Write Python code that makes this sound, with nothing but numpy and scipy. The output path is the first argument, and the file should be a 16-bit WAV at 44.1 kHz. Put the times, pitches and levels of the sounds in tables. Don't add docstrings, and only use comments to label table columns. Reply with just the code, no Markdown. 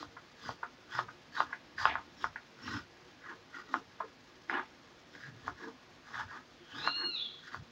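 import sys
import numpy as np
from scipy import signal
from scipy.fft import rfft, irfft
from scipy.io import wavfile
from scipy.ndimage import uniform_filter1d, map_coordinates

SR = 44100
rng = np.random.default_rng(int(sys.argv[2]) if len(sys.argv) > 2 else 0)


def digitize_waveform(pressure):
    field = np.atleast_2d(pressure).T
    bounded = np.clip(field, -1, 1)
    quanta = np.round(bounded * 32767).astype(np.int16)
    wavfile.write(sys.argv[1], SR, quanta)


N = 340011
TIME = np.arange(N) / SR

# f/Hz, level/dB
ROOM_SPECTRUM = [(18, -50.5), (30, -4.5), (161, 2.5), (210, -4.5), (233, 3.5), (303, -19), (336, -21),
                 (364, -4), (449, -13), (486, -0.5), (1590, -7), (1910, -5), (5170, -15), (8080, -37),
                 (16000, -41)]
# delay/s, level/dB
REFLECTIONS = [(.0048, -22), (.0089, -23), (.0168, -15)]
# t/s, fundamental/Hz, roughness/0-1
SQUEAL_ARCH = [(6.74, 1125, 0.96), (6.8, 1350, 1), (6.87, 1430, 0.4), (6.97, 1428, .06), (7.04, 1433, 0),
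               (7.1, 1425, .06), (7.15, 1340, 0.4), (7.2, 1224, 0.53), (7.26, 1139, 0.36)]
# f/Hz, level/dB
SQUEAL_SPECTRUM = [(1000, -39), (1450, -12), (2300, -24), (2650, -9), (2860, 0), (3400, 5.5), (4330, 4.5),
                   (4600, -22), (5700, -30.5), (8600, -58.5), (12000, -70)]
# middle t/s, level/dB, f/Hz, length/s
TABLE_THUDS = [(0.07, -56, 98, 0.042), (0.49, -48.5, 120, 0.062), (1.02, -49.5, 120, 0.1),
               (1.42, -59, 97, 0.096), (1.89, -50.5, 83, 0.15), (2.27, -55, 78.6, 0.084),
               (2.71, -44.5, 241, 0.1), (2.74, -45, 105, 0.12), (3.76, -42, 302, 0.025),
               (4.045, -46.5, 446, 0.034), (4.54, -39, 336, 0.048), (5.32, -50, 129, 0.12),
               (5.5, -53, 79, 0.1), (5.66, -47.5, 306, 0.052), (6.22, -52.5, 103, 0.12),
               (6.83, -53.5, 122, 0.13), (7.06, -48, 317, 0.08), (7.6, -46, 104, 0.05)]
# middle t/s, level/dB, f/Hz, length/s
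LEAF_SQUEAKS = [(0.925, -58, 3280, 0.015), (1.385, -55, 3930, 0.029), (2.235, -68, 5080, 0.044),
                (2.64, -63, 5400, 0.025), (2.67, -64, 5550, .04), (4.545, -53.5, 2920, 0.021),
                (4.565, -74, 4400, 0.017), (5.13, -77, 5240, 0.044)]
# t/s, hold/s, level/dB
EDGE_DRAGS = [(1.873, 0.033, -37.5), (4.499, 0.08, -45.5)]
# f/Hz, level/dB
SCRAPE_SPECTRUM = [(300, -16.5), (560, -17), (750, 11), (1300, -16), (1900, 1.5), (2300, -1.5),
                   (3000, -6.5), (3700, -9.5), (4500, -20.5), (6500, -49), (12000, -97)]
# f/Hz, level/dB, t60/s
BOARD_MODES = [(271, -35, 0.04), (391.6, -2.5, 0.15), (714, 6, 0.092), (900, -5, 0.077), (904, 11.5, 0.056),
               (1065, -13.5, 0.06)]
# t/s, level/dB, f/Hz, bounce gap/s
BLADE_KNOCKS = [(0.1662, -34.5, 1260, .003), (0.6296, -23, 1166, .0021), (1.084, -33.5, 1270, 0.0032),
                (1.5273, -26, 1550, .0019), (1.7815, -28.5, 1590, 0.0012), (2.358, -28, 1470, .0012),
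                (2.677, -29, 1400, 0.0024), (3.5411, -39, 1550, .002), (4.0025, -23.5, 980, 0.00301),
                (4.538, -24, 1470, 0.0021), (5.15, -40, 1680, 0.0019), (6.142, -32.5, 1450, 0.0016),
                (6.846, -32, 1400, .002)]
# t/s, level/dB, f/Hz
EDGE_TAPS = [(0.028, -28, 1090), (0.491, -21.5, 910), (0.99, -14.5, 1090), (1.4037, -11, 1140),
             (1.854, -6.5, 1230), (1.9544, -17.5, 1370), (2.2421, -14.5, 1280), (3.7407, -12.5, 1210),
             (4.4969, -17.5, 1590), (5.4793, -19.5, 1220), (6.8746, -12.5, 1250), (7.545, -26, 1240)]
# f/Hz, level/dB
CRACK_SPECTRUM = [(300, -42), (900, 13.5), (2400, 28), (3100, 29.5), (4400, 6), (6000, -26), (8000, -31),
                  (13000, -35), (15500, -40)]
# f/Hz, width/Hz, level/dB
ROOM_MODES = [(183, 33, -12.5), (252.4, 73, 2.5), (316.3, 72, 0), (373.5, 40, 0.5), (464.7, 32, -2)]
# f/Hz, level/dB
RUMBLE_SPECTRUM = [(70, -32), (170, -12.5), (270, -3.5), (390, -6.5), (470, -7.5), (580, -33.5),
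                   (1100, -40.5), (4000, -62.5)]
# f/Hz, level/dB
FIZZ_SPECTRUM = [(900, -25), (2200, -10), (3200, -4), (4500, -5), (5600, -7), (6700, -9.5), (8200, -29),
                 (13000, -36.5), (15200, -24.5)]
# f/Hz, width/Hz, level/dB
CRUNCH_MODES = [(910, 315, -0.5), (1210, 248, 4), (1582, 305, 5.5), (1827, 100, -0.5)]
# f/Hz, width/Hz, level/dB
BLADE_HIGH_MODES = [(2320, 76, -10), (2930, 56, -14), (3160, 950, 5), (3800, 510, 5), (4280, 510, -3.5),
                    (4974, 450, 7.5), (5470, 480, -6.5), (6700, 67, -34)]
# full bite t/s, attack/s, hold/s, crunch/dB, fizz/dB, rumble/dB, crunch brightness/(dB per octave)
CABBAGE_CUTS = [(0.0, .05, 0.021, -49.5, -54.5, -54, 11), (0.449, 0.097, 0.056, -51.5, -55.5, -53.5, -2),
                (0.958, 0.063, 0.038, -38, -52.5, -56, -1.5), (1.372, 0.041, 0.036, -36, -51.5, -54.5, 1),
                (1.46, .05, 0.072, -54, -65.5, -63, 1.5), (1.796, 0.022, 0.06, -36.5, -49.5, -62.5, 2.5),
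                (1.893, .04, 0.094, -47, -62.5, -58, 0), (2.223, 0.049, 0.011, -48, -53.5, -55, 2),
                (2.687, 0.1, 0.091, -43, -53, -53, 8.5), (3.273, .08, 0.05, -48, -63.5, -56.5, 6.5),
                (3.553, 0.046, 0.051, -47, -58.5, -59, 12), (3.748, 0.12, 0.024, -49, -57, -49.5, 2),
                (4.014, 0.058, 0.031, -56, -73, -58, -8), (4.497, 0.011, 0.018, -44, -57.5, -48, 10),
                (4.529, .006, 0.058, -34.5, -72, -51, -3), (5.145, 0.043, .01, -56, -58, -61, 14),
                (5.21, .08, 0.074, -51.5, -60, -61, 15), (5.47, 0.12, 0.025, -53.5, -59, -55, -9.5),
                (5.634, 0.1, 0.05, -50, -60, -50, -7.5), (6.099, 0.093, 0.024, -53, -60, -58.5, -4.5),
                (6.152, 0.044, 0.055, -38, -54.5, -59.5, 2.5), (6.307, 0.051, 0.068, -48.5, -61, -61.5, 2),
                (6.774, 0.13, 0.054, -47, -56, -54, -2.5), (6.841, 0.0066, 0.027, -40, -52.5, -50, 0),
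                (7.022, 0.1, 0.023, -43.5, -65, -50, -0.5), (7.472, 0.082, 0.011, -50, -58, -63, 28),
                (7.532, 0.056, 0.024, -49, -58, -59, 6)]


def undb(db):
    return 10 ** (np.asarray(db) / 20)


def unit(x):
    return x / np.sqrt(np.mean(x ** 2))


def add(out, s, x):
    i = int(s * SR)
    x, i = x[max(-i, 0):], min(max(i, 0), N)
    out[i:i + len(x)] += x[:N - i]


def convolve(x, response):
    return signal.fftconvolve(x, response)[:N]


def colour(x, spectrum, size=4096):
    hz, db = np.transpose(spectrum)
    grid = np.maximum(np.fft.rfftfreq(size, 1 / SR), 1)
    gain = undb(np.interp(np.log(grid), np.log(hz), db))
    cepstrum = irfft(np.log(gain))
    cepstrum[1:size // 2] *= 2
    cepstrum[size // 2 + 1:] = 0
    return convolve(x, irfft(np.exp(rfft(cepstrum))))


def resonate(x, hz, width_hz):
    b, a = signal.iirpeak(hz, hz / width_hz, fs=SR)
    return signal.lfilter(b, a, signal.lfilter(b, a, x))


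def walk(rate_hz):
    k = max(int(SR / rate_hz), 1)
    return unit(uniform_filter1d(uniform_filter1d(rng.standard_normal(N), k), k))


def decay(t, t60):
    return np.exp(-np.log(1000) * t / t60)


def envelope_db(start, attack, hold, release):
    early = np.maximum(start - TIME, 0) / attack
    late = np.maximum(TIME - start - hold, 0) / release
    return -20 * np.minimum(early + late, 10)


def snaps(per_s, spread_db):
    happens = rng.random(N) < per_s / SR
    size = undb(spread_db * np.minimum(rng.exponential(size=N), 4))
    return happens * size * rng.choice([-1, 1], N)


def swells(table, width_hz, gain_db):
    out, t = np.zeros(N), TIME[:SR // 2] - .25
    for s, db, hz, length in table:
        swell = np.exp(-2 * (t / length) ** 2)
        ring = resonate(rng.standard_normal(len(t)), hz, width_hz) * swell
        ring *= np.linalg.norm(swell) / np.linalg.norm(ring)
        add(out, s + t[0], undb(db + gain_db) * ring)
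    return out


def reverb(x, t60, onset_s):
    t = TIME[:SR]
    tail = rng.standard_normal(SR) * decay(t, t60) * (1 - np.exp(-t / onset_s))
    return convolve(x, tail / np.linalg.norm(tail))


def room_tone(level_db=-61):
    hiss = unit(colour(rng.standard_normal(N), ROOM_SPECTRUM))
    return hiss * undb(level_db + .5 * walk(0.67))


def distant_squeal(jitter=0.1, flutter_db=2.5, direct_db=-48, room_db=-49):
    times, pitches, roughness = np.transpose(SQUEAL_ARCH)
    hz = np.interp(TIME, times, pitches)
    slip = jitter * np.interp(TIME, times, roughness) * np.abs(walk(420))
    phase = 2 * np.pi * np.cumsum(hz * (1 - slip)) / SR
    body_hz, body_db = np.transpose(SQUEAL_SPECTRUM)
    tone = sum(undb(np.interp(k * hz, body_hz, body_db)) * np.sin(k * phase) for k in range(1, 9))
    swell_db = envelope_db(start=6.86, attack=0.16, hold=0.37, release=.09)
    call = np.sqrt(2) * tone * undb(swell_db + flutter_db * walk(70))
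    return undb(direct_db) * call + undb(room_db) * reverb(call, t60=.6, onset_s=.004)


def kitchen(x, tail_db=-7):
    out = x + undb(tail_db) * reverb(x, t60=0.13, onset_s=0.0012)
    for delay, db in REFLECTIONS:
        add(out, delay, undb(db) * x)
    return out


def table_thuds():
    return swells(TABLE_THUDS, width_hz=67, gain_db=-3)


def leaf_squeaks():
    return swells(LEAF_SQUEAKS, width_hz=190, gain_db=5.5)


def edge_scrapes(attack_s=.015, release_s=0.084):
    drag = sum(undb(db + envelope_db(s, attack_s, hold, release_s)) for s, hold, db in EDGE_DRAGS)
    slips = snaps(per_s=2600, spread_db=-1.5) * undb(1.66 * walk(160))
    return unit(colour(slips, SCRAPE_SPECTRUM)) * drag


def board_ring(scatter_db=2.5, spread_s=.007):
    ring, t = 0, TIME[:SR // 4]
    for hz, db, t60 in BOARD_MODES:
        gain = undb(db + scatter_db * rng.standard_normal())
        ring += gain * decay(t, t60) * np.sin(2 * np.pi * (hz * t + rng.random()))
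    return ring * (1 - np.exp(-t / spread_s))


def blow(hz, rise_s, low_hz=560):
    t = TIME[:SR // 20]
    swell = (t / rise_s * np.exp(1 - t / rise_s)) ** 5
    pulse = -swell * np.sin(2 * np.pi * hz * (t - rise_s))
    return signal.sosfilt(signal.butter(3, low_hz, "high", fs=SR, output="sos"), pulse)


def blade_knocks(contacts_db=(-6, 0, -4), ring_db=-16, board_db=-27):
    out, t = np.zeros(N), TIME[:SR // 8]
    for s, db, hz, gap in BLADE_KNOCKS:
        for k, contact_db in enumerate(contacts_db):
            add(out, s + k * gap, undb(db + contact_db) * blow(hz, rise_s=0.00114))
        ring = unit(resonate(rng.standard_normal(len(t)), 1.174 * hz, width_hz=530))
        add(out, s + gap, undb(db + ring_db) * ring * decay(t, t60=0.1))
        add(out, s, undb(db + board_db) * board_ring())
    return out


def edge_taps(press_s=.00095, crack_db=-14, crack_s=0.0014, board_db=-30, hardening=1.9):
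    out, t = np.zeros(N), TIME[:SR // 20]
    hardest_db = max(db for s, db, hz in EDGE_TAPS)
    for s, db, hz in EDGE_TAPS:
        crack = colour(rng.standard_normal(len(t)) * np.exp(-t / crack_s), CRACK_SPECTRUM)
        crack /= np.abs(crack).max()
        force_db = hardening * (db - hardest_db)
        add(out, s, undb(db) * blow(hz, press_s))
        add(out, s + press_s / 2, undb(db + crack_db + force_db) * crack)
        add(out, s, undb(db + board_db) * board_ring())
    return out


def shifting_modes(x, modes, depth_db, drift, tilt_db=0):
    out, power = 0, 0
    for hz, width, db in modes:
        ring = resonate(x, hz, width)
        read_at = np.arange(N) + np.cumsum(drift * walk(8))
        gain = undb(db + depth_db * walk(24) + tilt_db * np.log2(hz / modes[0][0]))
        out += gain * map_coordinates(ring, [read_at], order=1, mode="wrap")
        power += width * gain ** 2
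    return unit(out / np.sqrt(power))


def cutting_effort(release_s=0.045, board_lag_s=0.01, board_stretch=1.74, fizz_stretch=2.24):
    crunch, fizz, rumble = -68.5, -65.5, -65
    tilt_db = 0
    for s, attack, hold, crunch_db, fizz_db, rumble_db, bright_db in CABBAGE_CUTS:
        bite_db = envelope_db(s, attack, hold, release_s)
        load_db = envelope_db(s + board_lag_s, attack, hold, release_s * board_stretch)
        darkening = np.clip(152.5 * (TIME - s - hold / 2), -8.5, 8.5)
        tilt_db = np.where(crunch_db + bite_db > crunch, bright_db - darkening, tilt_db)
        crunch = np.maximum(crunch, crunch_db + bite_db)
        fizz = np.maximum(fizz, fizz_db + bite_db / fizz_stretch)
        rumble = np.maximum(rumble, rumble_db + load_db)
    return undb(crunch), undb(fizz), undb(rumble), uniform_filter1d(tilt_db, size=220)


def cabbage_cuts(crunch_db=-0.06, fizz_db=-4.5, sing_db=2, rumble_db=-1, full_grip_db=-52):
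    crunch_gain, fizz_gain, rumble_gain, tilt_db = cutting_effort()
    leaf_surges = undb(1.33 * walk(110))
    ribs = snaps(per_s=1500, spread_db=5)
    rib_ring = shifting_modes(ribs, CRUNCH_MODES, depth_db=2, drift=.04, tilt_db=tilt_db)
    crunch = undb(crunch_db) * unit(leaf_surges * rib_ring)
    cells = snaps(per_s=2000, spread_db=1) * leaf_surges
    fizz = undb(fizz_db) * unit(colour(cells, FIZZ_SPECTRUM))
    grip = np.minimum(fizz_gain / undb(full_grip_db), 1)
    steel = shifting_modes(snaps(per_s=1600, spread_db=2), BLADE_HIGH_MODES, depth_db=4, drift=.05)
    sing = undb(sing_db) * grip * leaf_surges * steel
    jolts = snaps(per_s=1300, spread_db=1.5)
    room_ring = shifting_modes(jolts, ROOM_MODES, depth_db=6.5, drift=.03)
    board_rumble = undb(-3.5) * unit(colour(jolts, RUMBLE_SPECTRUM))
    rumble = undb(rumble_db) * unit(room_ring + board_rumble)
    return crunch * crunch_gain + (fizz + sing) * fizz_gain + rumble * rumble_gain


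def scene():
    squeaks = leaf_squeaks()
    thuds = table_thuds()
    knife = cabbage_cuts() + edge_scrapes() + squeaks + edge_taps() + blade_knocks()
    return (kitchen(knife) + thuds + distant_squeal() + room_tone())[None]


def record(dry, low_hz=42, top_hz=15750):
    thinned = signal.sosfilt(signal.butter(4, low_hz, "high", fs=SR, output="sos"), dry)
    return signal.sosfilt(signal.ellip(10, .2, 70, top_hz, fs=SR, output="sos"), thinned)


dry = scene()
out = record(dry)
digitize_waveform(out)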